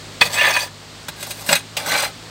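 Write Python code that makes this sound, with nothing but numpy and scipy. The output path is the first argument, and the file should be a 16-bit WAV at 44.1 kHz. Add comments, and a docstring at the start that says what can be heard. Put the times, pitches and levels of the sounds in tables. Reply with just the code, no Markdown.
"""A distant motor hums in steady outdoor hiss, sagging, then slowly gaining speed.
Close by, a steel trowel lands on a soil-covered board and is dragged over it three times.
Grit crushed under the edge rings blade and board; the edge catches, knocks and squeaks,
and each grip favours other modes."""
import sys
import numpy as np
from scipy import signal
from scipy.fft import rfft, irfft, next_fast_len
from scipy.io import wavfile
from scipy.ndimage import uniform_filter1d, minimum_filter1d, map_coordinates

SR = 44100
rng = np.random.default_rng(int(sys.argv[2]) if len(sys.argv) > 2 else 0)


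def master_out(mix):
    """Clip the mix to full scale and print it as 16-bit PCM to the path in sys.argv[1]."""
    frames = np.transpose(np.atleast_2d(mix))
    ceiling = np.clip(frames, -1, 1)
    pcm = np.round(ceiling * 32767).astype(np.int16)
    wavfile.write(sys.argv[1], SR, pcm)


N = 101429
TIME = np.arange(N) / SR
SIZE = 2 * next_fast_len(N // 2 + 8192)  # padded so that ringing tails have room
HZ = np.fft.rfftfreq(SIZE, 1 / SR)
TOP_HZ, JUDDER_PER_S = 15800, 130
# the four stages: flat landing, first, second and third stroke (start time [s])
STAGE_STARTS = [0, .295, .9, 1.7]


def amp(db):
    """Decibels to gain."""
    return 10 ** (np.asarray(db) / 20)


def unit(x):
    """x at rms 1."""
    return x / np.sqrt(np.mean(x ** 2) + 1e-20)


def eq_curve(points):
    """Gain through (frequency [Hz], level [dB]) points on a log frequency axis."""
    hz, db = np.transpose(points)
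    return amp(np.interp(np.log(HZ + 1), np.log(hz + 1), db))


def automation(points):
    """Straight ramps through (time [s], value) points."""
    return np.interp(TIME, *np.transpose(points))


def wobble(per_s):
    """A smooth random curve with per_s knots a second."""
    return map_coordinates(rng.standard_normal(N // 8), [TIME * per_s], mode="wrap")


def filtered(x, response):
    """x through a frequency response."""
    return irfft(rfft(x, SIZE) * response, SIZE)[..., :N]


def motor():
    """A far motor hums at slightly unsteady multiples of its shaft speed."""
    # shaft speed (time [s], speed [turns/s])
    speed = [(0, 52.3), (.5, 49.4), (1.05, 52.3), (1.56, 53.5), (2.3, 54)]
    # swell of the hum (time [s], level [dB])
    fader = [(0, -40), (.5, -40), (1, -45.5), (1.55, -41), (1.9, -43), (2.3, -42.5)]
    # harmonics of the shaft (multiple, relative level [dB])
    orders = [(1, -16.5), (2, -4.5), (3, -7), (4, -26), (5, -15.5), (7, -27)]
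    turns = np.cumsum(automation(speed) * (1 + 0.0069 * wobble(8.42))) / SR
    hum = np.zeros(N)
    for order, db in orders:
        level = amp(db + 0.62 * wobble(6.8))
        hum += level * np.sin(2 * np.pi * (order * turns + rng.random()))
    return np.sqrt(2) * amp(automation(fader)) * hum


def air():
    """A bed of dark outdoor hiss whose level drifts gently."""
    # tone of the hiss (frequency [Hz], relative density [dB])
    tone = [(20, -24), (50, 0.5), (120, -0.5), (200, 2), (300, 1), (500, -1.5), (1000, -3.5), (2400, -6),
            (4600, -4), (5700, -10.5), (8500, -11.5), (9600, -23.5), (13500, -26.5), (15500, -26)]
    # drift of the hiss (time [s], level [dB])
    fader = [(0, -37.5), (.2, -37.5), (.7, -41), (1.05, -39), (1.65, -39), (2.3, -38.5)]
    level = amp(automation(fader) + 0.27 * wobble(8.3))
    return level * unit(filtered(rng.standard_normal(N), eq_curve(tone)))


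def body(stage):
    """Resonance curve of blade and board as they are gripped in one stage."""
    # low modes of the board (frequency [Hz], width [Hz], peak over the colour in each stage [dB])
    board_modes = [(471.4, 16.4, 18.5, -16, -1, 12), (577, 43, 11.5, 3.5, 19.5, 10.5),
                   (812, 64, -3, -10, 13, 11), (982, 21, 5, 12.5, 9, -2), (1192, 34, 12, 11, 1, 3.5)]
    # steel modes of the blade (frequency [Hz], width [Hz], peak over the colour in each stage [dB])
    blade_modes = [(1515, 58, -11, -9, 0, 7), (1627, 38, 13, 12.5, 13, 7.5), (1748, 53, 11.5, 19, -13, -11),
                   (1975, 130, 14.5, 5.5, -1, -2), (2058, 61, 0, 9.5, 10, 9), (2318, 57, -10, 8, 6, 10.5),
                   (2504, 54, 19, 11.5, 12.5, 5.5), (2793, 33, 3, 2, 15.5, 8.5),
                   (3427, 84, 11.5, 12, 7.5, 9), (3825, 28, 1, 12, 11, 6), (4097, 17, -4, 12, 9, 13.5),
                   (4500, 100, 10, 12.5, -14, -15), (4813, 34, -12, 12, 5, 11), (5900, 25, -2, 5, -6, 10),
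                   (6320, 43, -7, 11.5, 7, 4), (6540, 34, 4, 4, 5.5, 6), (7980, 54, -8, 6, 11.5, 10),
                   (8550, 40, 14, 14.5, 17, 13), (9280, 160, 6, -1, 11.5, 10), (9790, 82, -12, -7, 16, 9),
                   (10490, 24, -8, 12.5, 15, 16), (10770, 37, -12, 7, 19.5, 16), (11660, 460, 4, 2, 10, 2),
                   (12300, 70, 15, 6, 0, 3), (13350, 150, 5, -1, 9.5, 5), (15450, 160, 12, 6, 2, 3)]
    # broad colour of the contact (frequency [Hz], level in each stage [dB])
    colour = [(98, -2, -14, -18, -5), (172, 5.5, -14, 3.5, 1.5), (386, -12.5, -6.5, -9.5, -4.5),
              (636, 3, 4.5, -8.5, 4.5), (1490, -0.5, -2.5, 1, -4), (2750, 1, 2, -5, -6.5),
              (4200, 1, -11, 0.5, -9.5), (5860, -8, -12, -6, -14), (8700, -7.5, -15, -7, -15),
              (10120, -16, -21.5, -19.5, -27.5), (13300, -19, -20.5, -12.5, -19.5),
              (15600, -16, -17.5, -12.5, -20.5)]
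    peaks = sum(amp(db[stage]) ** 2 / (1 + (2 * (HZ - hz) / width) ** 2)
                for hz, width, *db in board_modes + blade_modes)
    broad = eq_curve([(hz, db[stage]) for hz, *db in colour])
    low_cut = HZ / np.hypot(HZ, 110)
    high_cut = 1 / np.sqrt(1 + (HZ / TOP_HZ) ** 60)
    return broad * np.sqrt(1 + peaks) * low_cut * high_cut


def ring(force, resonance):
    """A force rings a resonance curve, taken as a minimum-phase filter of unit power."""
    cepstrum = irfft(np.log(np.maximum(unit(resonance), 1e-6)))
    cepstrum[1:SIZE // 2] *= 2
    cepstrum[SIZE // 2 + 1:] = 0
    return filtered(force, np.exp(rfft(cepstrum)))


def scattered(force, t60_s=0.05, wet=0.61):
    """The contact force plus its short diffuse echo off nearby pots and a wall."""
    decay = amp(-60 * TIME[:SR // 4] / t60_s) ** 2
    echo_power = signal.fftconvolve(force ** 2, decay / decay.sum())[:N]
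    echo = np.sqrt(np.abs(echo_power)) * rng.standard_normal(N)
    return np.sqrt(1 - wet) * force + np.sqrt(wet) * echo


def knocks(bodies, attack_s=0.0007, release_s=0.0033):
    """The edge strikes or catches: a short, dense crunch rings blade and board."""
    # hits of the edge (time [s], level [dB], length before release [s], bass [dB], treble [dB])
    hits = [(0.2077, -21, 0.0018, -12, -2), (0.2112, -2.5, 0.0087, -2, -6.5), (0.223, -34, 0.0049, -7, -2),
            (0.41, -12, 0.01, -3.5, -9), (0.47, -15, 0.0097, -3, -16), (0.495, -22.5, 0.0093, 22, -8),
            (0.5628, -12.5, 0.0044, 0.5, -2), (1.083, -22.5, 0.0064, 2, 1.5),
            (1.2272, -21.5, 0.0026, 0.5, 2), (1.305, -24, .009, -7.5, 3.5), (1.463, -25.5, 0.0021, 4.5, 10),
            (1.4893, -10, 0.0036, -3, -6), (1.5263, -7, 0.0043, -2.5, -5.5), (1.553, -14, 0.0042, 0, 1.5),
            (1.7675, -14.5, 0.0057, -16, -1.5), (1.976, -20, 0.0048, -13, -2)]
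    # corners of the bass and treble shelves (frequency [Hz])
    shelf_hz = [1700, 2400, 4000, 8000]
    out = np.zeros(N)
    for start, db, length, bass_db, treble_db in hits:
        t = TIME - start
        push = np.clip(t / attack_s, 0, 1) * np.exp(-np.maximum(t - length, 0) / release_s)
        crunch = scattered(push * rng.standard_normal(N))
        tone = amp(np.interp(HZ, shelf_hz, [bass_db, 0, 0, treble_db]))
        stage = np.searchsorted(STAGE_STARTS, start) - 1
        out += amp(db) * ring(crunch, bodies[stage] * tone)
    return out


def grains(per_s, spread_db):
    """Soil grains crack at random, most small and a few large."""
    size_db = spread_db * np.minimum(rng.exponential(size=N), 4)
    cracks = rng.random(N) < per_s / SR
    return unit(cracks * rng.choice([-1, 1], N) * amp(size_db))


def patchy_shimmer(crackle, depth_db):
    """Brief random patches of emphasis across frequency and time make the crackle's tone flicker."""
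    spectra = signal.stft(crackle, nperseg=256)[2]
    patches = uniform_filter1d(rng.standard_normal(spectra.shape), size=3, axis=0)  # across frequency
    patches = uniform_filter1d(patches, size=7, axis=1)  # across time
    emphasis = unit(amp(depth_db * unit(patches)))
    return signal.istft(spectra * emphasis, nperseg=256)[1][:N]


def scrape(gesture, resonance, judder_db=1.1, board_top_hz=1060, grit_from_hz=4070):
    """The juddering edge crushes soil: the board rasps, the blade scrapes, fine grit crackles."""
    # grains of rasp, scrape and grit (rate [1/s], size spread [dB], patch depth [dB], trim [dB])
    textures = [(1563, 2.5, 0.5, -1), (2193, 2.5, 2, -1.5), (897, 1.5, 3, 0.5)]
    times, *levels = np.transpose(gesture)
    shake_db = judder_db * wobble(JUDDER_PER_S)
    low, below_grit = [1 / (1 + (HZ / hz) ** 10) for hz in (board_top_hz, grit_from_hz)]
    bands = low, np.abs(below_grit - low), 1 - below_grit
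    out = np.zeros(N)
    for level_db, band, (per_s, spread_db, depth_db, trim_db) in zip(levels, bands, textures):
        stroke_db = np.interp(TIME, times, level_db, left=-120, right=-120)
        pressure = amp(stroke_db + shake_db + trim_db)
        crackle = scattered(pressure * grains(per_s, spread_db))
        out += ring(patchy_shimmer(crackle, depth_db), resonance * np.sqrt(band))
    return out


def squeaks(fade_s=0.0094, waver=0.01427, waver_per_s=420, rough_db=1.5):
    """The edge sticks and slips in step with one mode, giving brief, rough tones."""
    # stick-slip squeals (time [s], length [s], pitch [Hz], glide [Hz/s], level [dB])
    squeals = [(0.27, 0.02, 2520, 0, -38), (0.324, 0.047, 7940, 0, -29.5), (0.363, 0.041, 2512, 600, -19.5),
               (.384, 0.033, 2750, 2023, -20.5), (.408, .082, 1760, 0, -18), (0.533, 0.07, 2510, -2, -25),
               (.6, .042, 4590, -20, -30.5), (1.521, 0.018, 7780, 0, -14), (1.555, 0.018, 2520, 0, -19.5),
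               (1.875, 0.13, 4100, -6, -29.5), (1.896, 0.081, 1530, 0, -27.5)]
    out = np.zeros(N)
    for start, length, hz, glide, db in squeals:
        t = np.clip(TIME - start, 0, length)
        swell = np.clip(np.minimum(t, length - t) / fade_s, 0, 1)
        pitch = (hz + glide * t) * (1 + waver * wobble(waver_per_s))
        level = amp(db + rough_db * wobble(JUDDER_PER_S))
        out += swell * level * np.sin(2 * np.pi * np.cumsum(pitch) / SR)
    return np.sqrt(2) * out


def trowel(bodies):
    """The steel edge lands and makes three strokes, knocking, squeaking and scraping."""
    # the slide in each stage, before trim (time [s], board rasp [dB], blade scrape [dB], grit [dB])
    landing = [(0.228, -37, -22, -27), (0.25, -32.5, -27.5, -28), (0.266, -27, -24.5, -25),
               (0.278, -42, -30, -33.5), (0.29, -37, -43, -41)]
    first_stroke = [(0.296, -33, -37, -38), (0.325, -38, -36, -28), (0.34, -34, -24, -23),
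                    (0.36, -30.5, -23.5, -26), (0.385, -25.5, -14, -28.5), (0.405, -33, -21.5, -28.5),
                    (0.44, -26.5, -11.5, -28), (0.48, -23.5, -20, -25.5), (0.512, -23.5, -15, -25),
                    (0.53, -30, -27, -28), (0.555, -26, -21, -27), (0.6, -33.5, -26.5, -27.5),
                    (0.632, -34.5, -29, -29), (0.655, -38.5, -39, -36), (0.681, -43, -38, -46)]
    second_stroke = [(1.16, -48, -46, -50), (1.215, -46, -42, -33.5), (1.25, -61, -36.5, -40),
                     (1.268, -30.5, -35.5, -34), (1.295, -39.5, -49, -37), (1.35, -53, -46.5, -40),
                     (1.42, -37.5, -40.5, -37.5), (1.451, -44, -44, -39.5), (1.48, -39.5, -36, -29),
                     (1.508, -19, -22, -21.5), (1.52, -25, -23, -25), (1.548, -41, -22, -28),
                     (1.569, -31, -23, -31), (1.59, -45, -41, -37), (1.61, -43, -33, -45)]
    third_stroke = [(1.771, -32, -34, -32), (1.8, -32, -27.5, -33.5), (1.825, -35.5, -38, -38),
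                    (1.845, -36, -32.5, -38), (1.875, -26, -26, -26.5), (1.909, -28.5, -23, -28),
                    (1.93, -22, -17.5, -23), (1.953, -22, -17, -29), (1.974, -31, -26.5, -25),
                    (1.988, -32.5, -21.5, -25.5), (2.02, -25, -21, -25), (2.051, -27.5, -23.5, -28),
                    (2.075, -33, -34, -36.5), (2.11, -49, -47, -49.5)]
    gestures = landing, first_stroke, second_stroke, third_stroke
    return knocks(bodies) + squeaks() + sum(map(scrape, gestures, bodies))


def widen(mid, unrelated, width):
    """Mid/side stereo: centred in the bass, wide in the treble."""
    side = filtered(unrelated, eq_curve(width))
    return np.array([mid + side, mid - side])


def scene():
    """The trowel up front, over a bed of air and a centred motor."""
    # stereo width of the trowel and of the air (frequency [Hz], side level [dB])
    trowel_width = [(100, -65), (2050, -87), (2400, -38), (4400, -23), (8100, -12.5), (11000, -5.5),
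                    (15000, -6)]
    air_width = [(100, -55), (1500, -60), (2400, -40), (4400, -38), (8100, -14), (11000, -1), (15000, -2)]
    bodies = [body(stage) for stage in range(len(STAGE_STARTS))]
    foreground = widen(trowel(bodies), trowel(bodies), trowel_width)
    bed = widen(air(), air(), air_width)
    return foreground + bed + motor()


def record(dry, ceiling_db=1.5, hold_s=0.00082):
    """A fast limiter holds down peaks over its ceiling; a brick-wall filter cuts the very top."""
    needed = np.minimum(1, amp(ceiling_db) / (np.abs(dry).max(axis=0) + 1e-9))
    hold = round(hold_s * SR)
    gain = uniform_filter1d(minimum_filter1d(needed, hold), hold)
    return filtered(dry * gain, HZ < TOP_HZ)


dry = scene()
out = record(dry)
master_out(out)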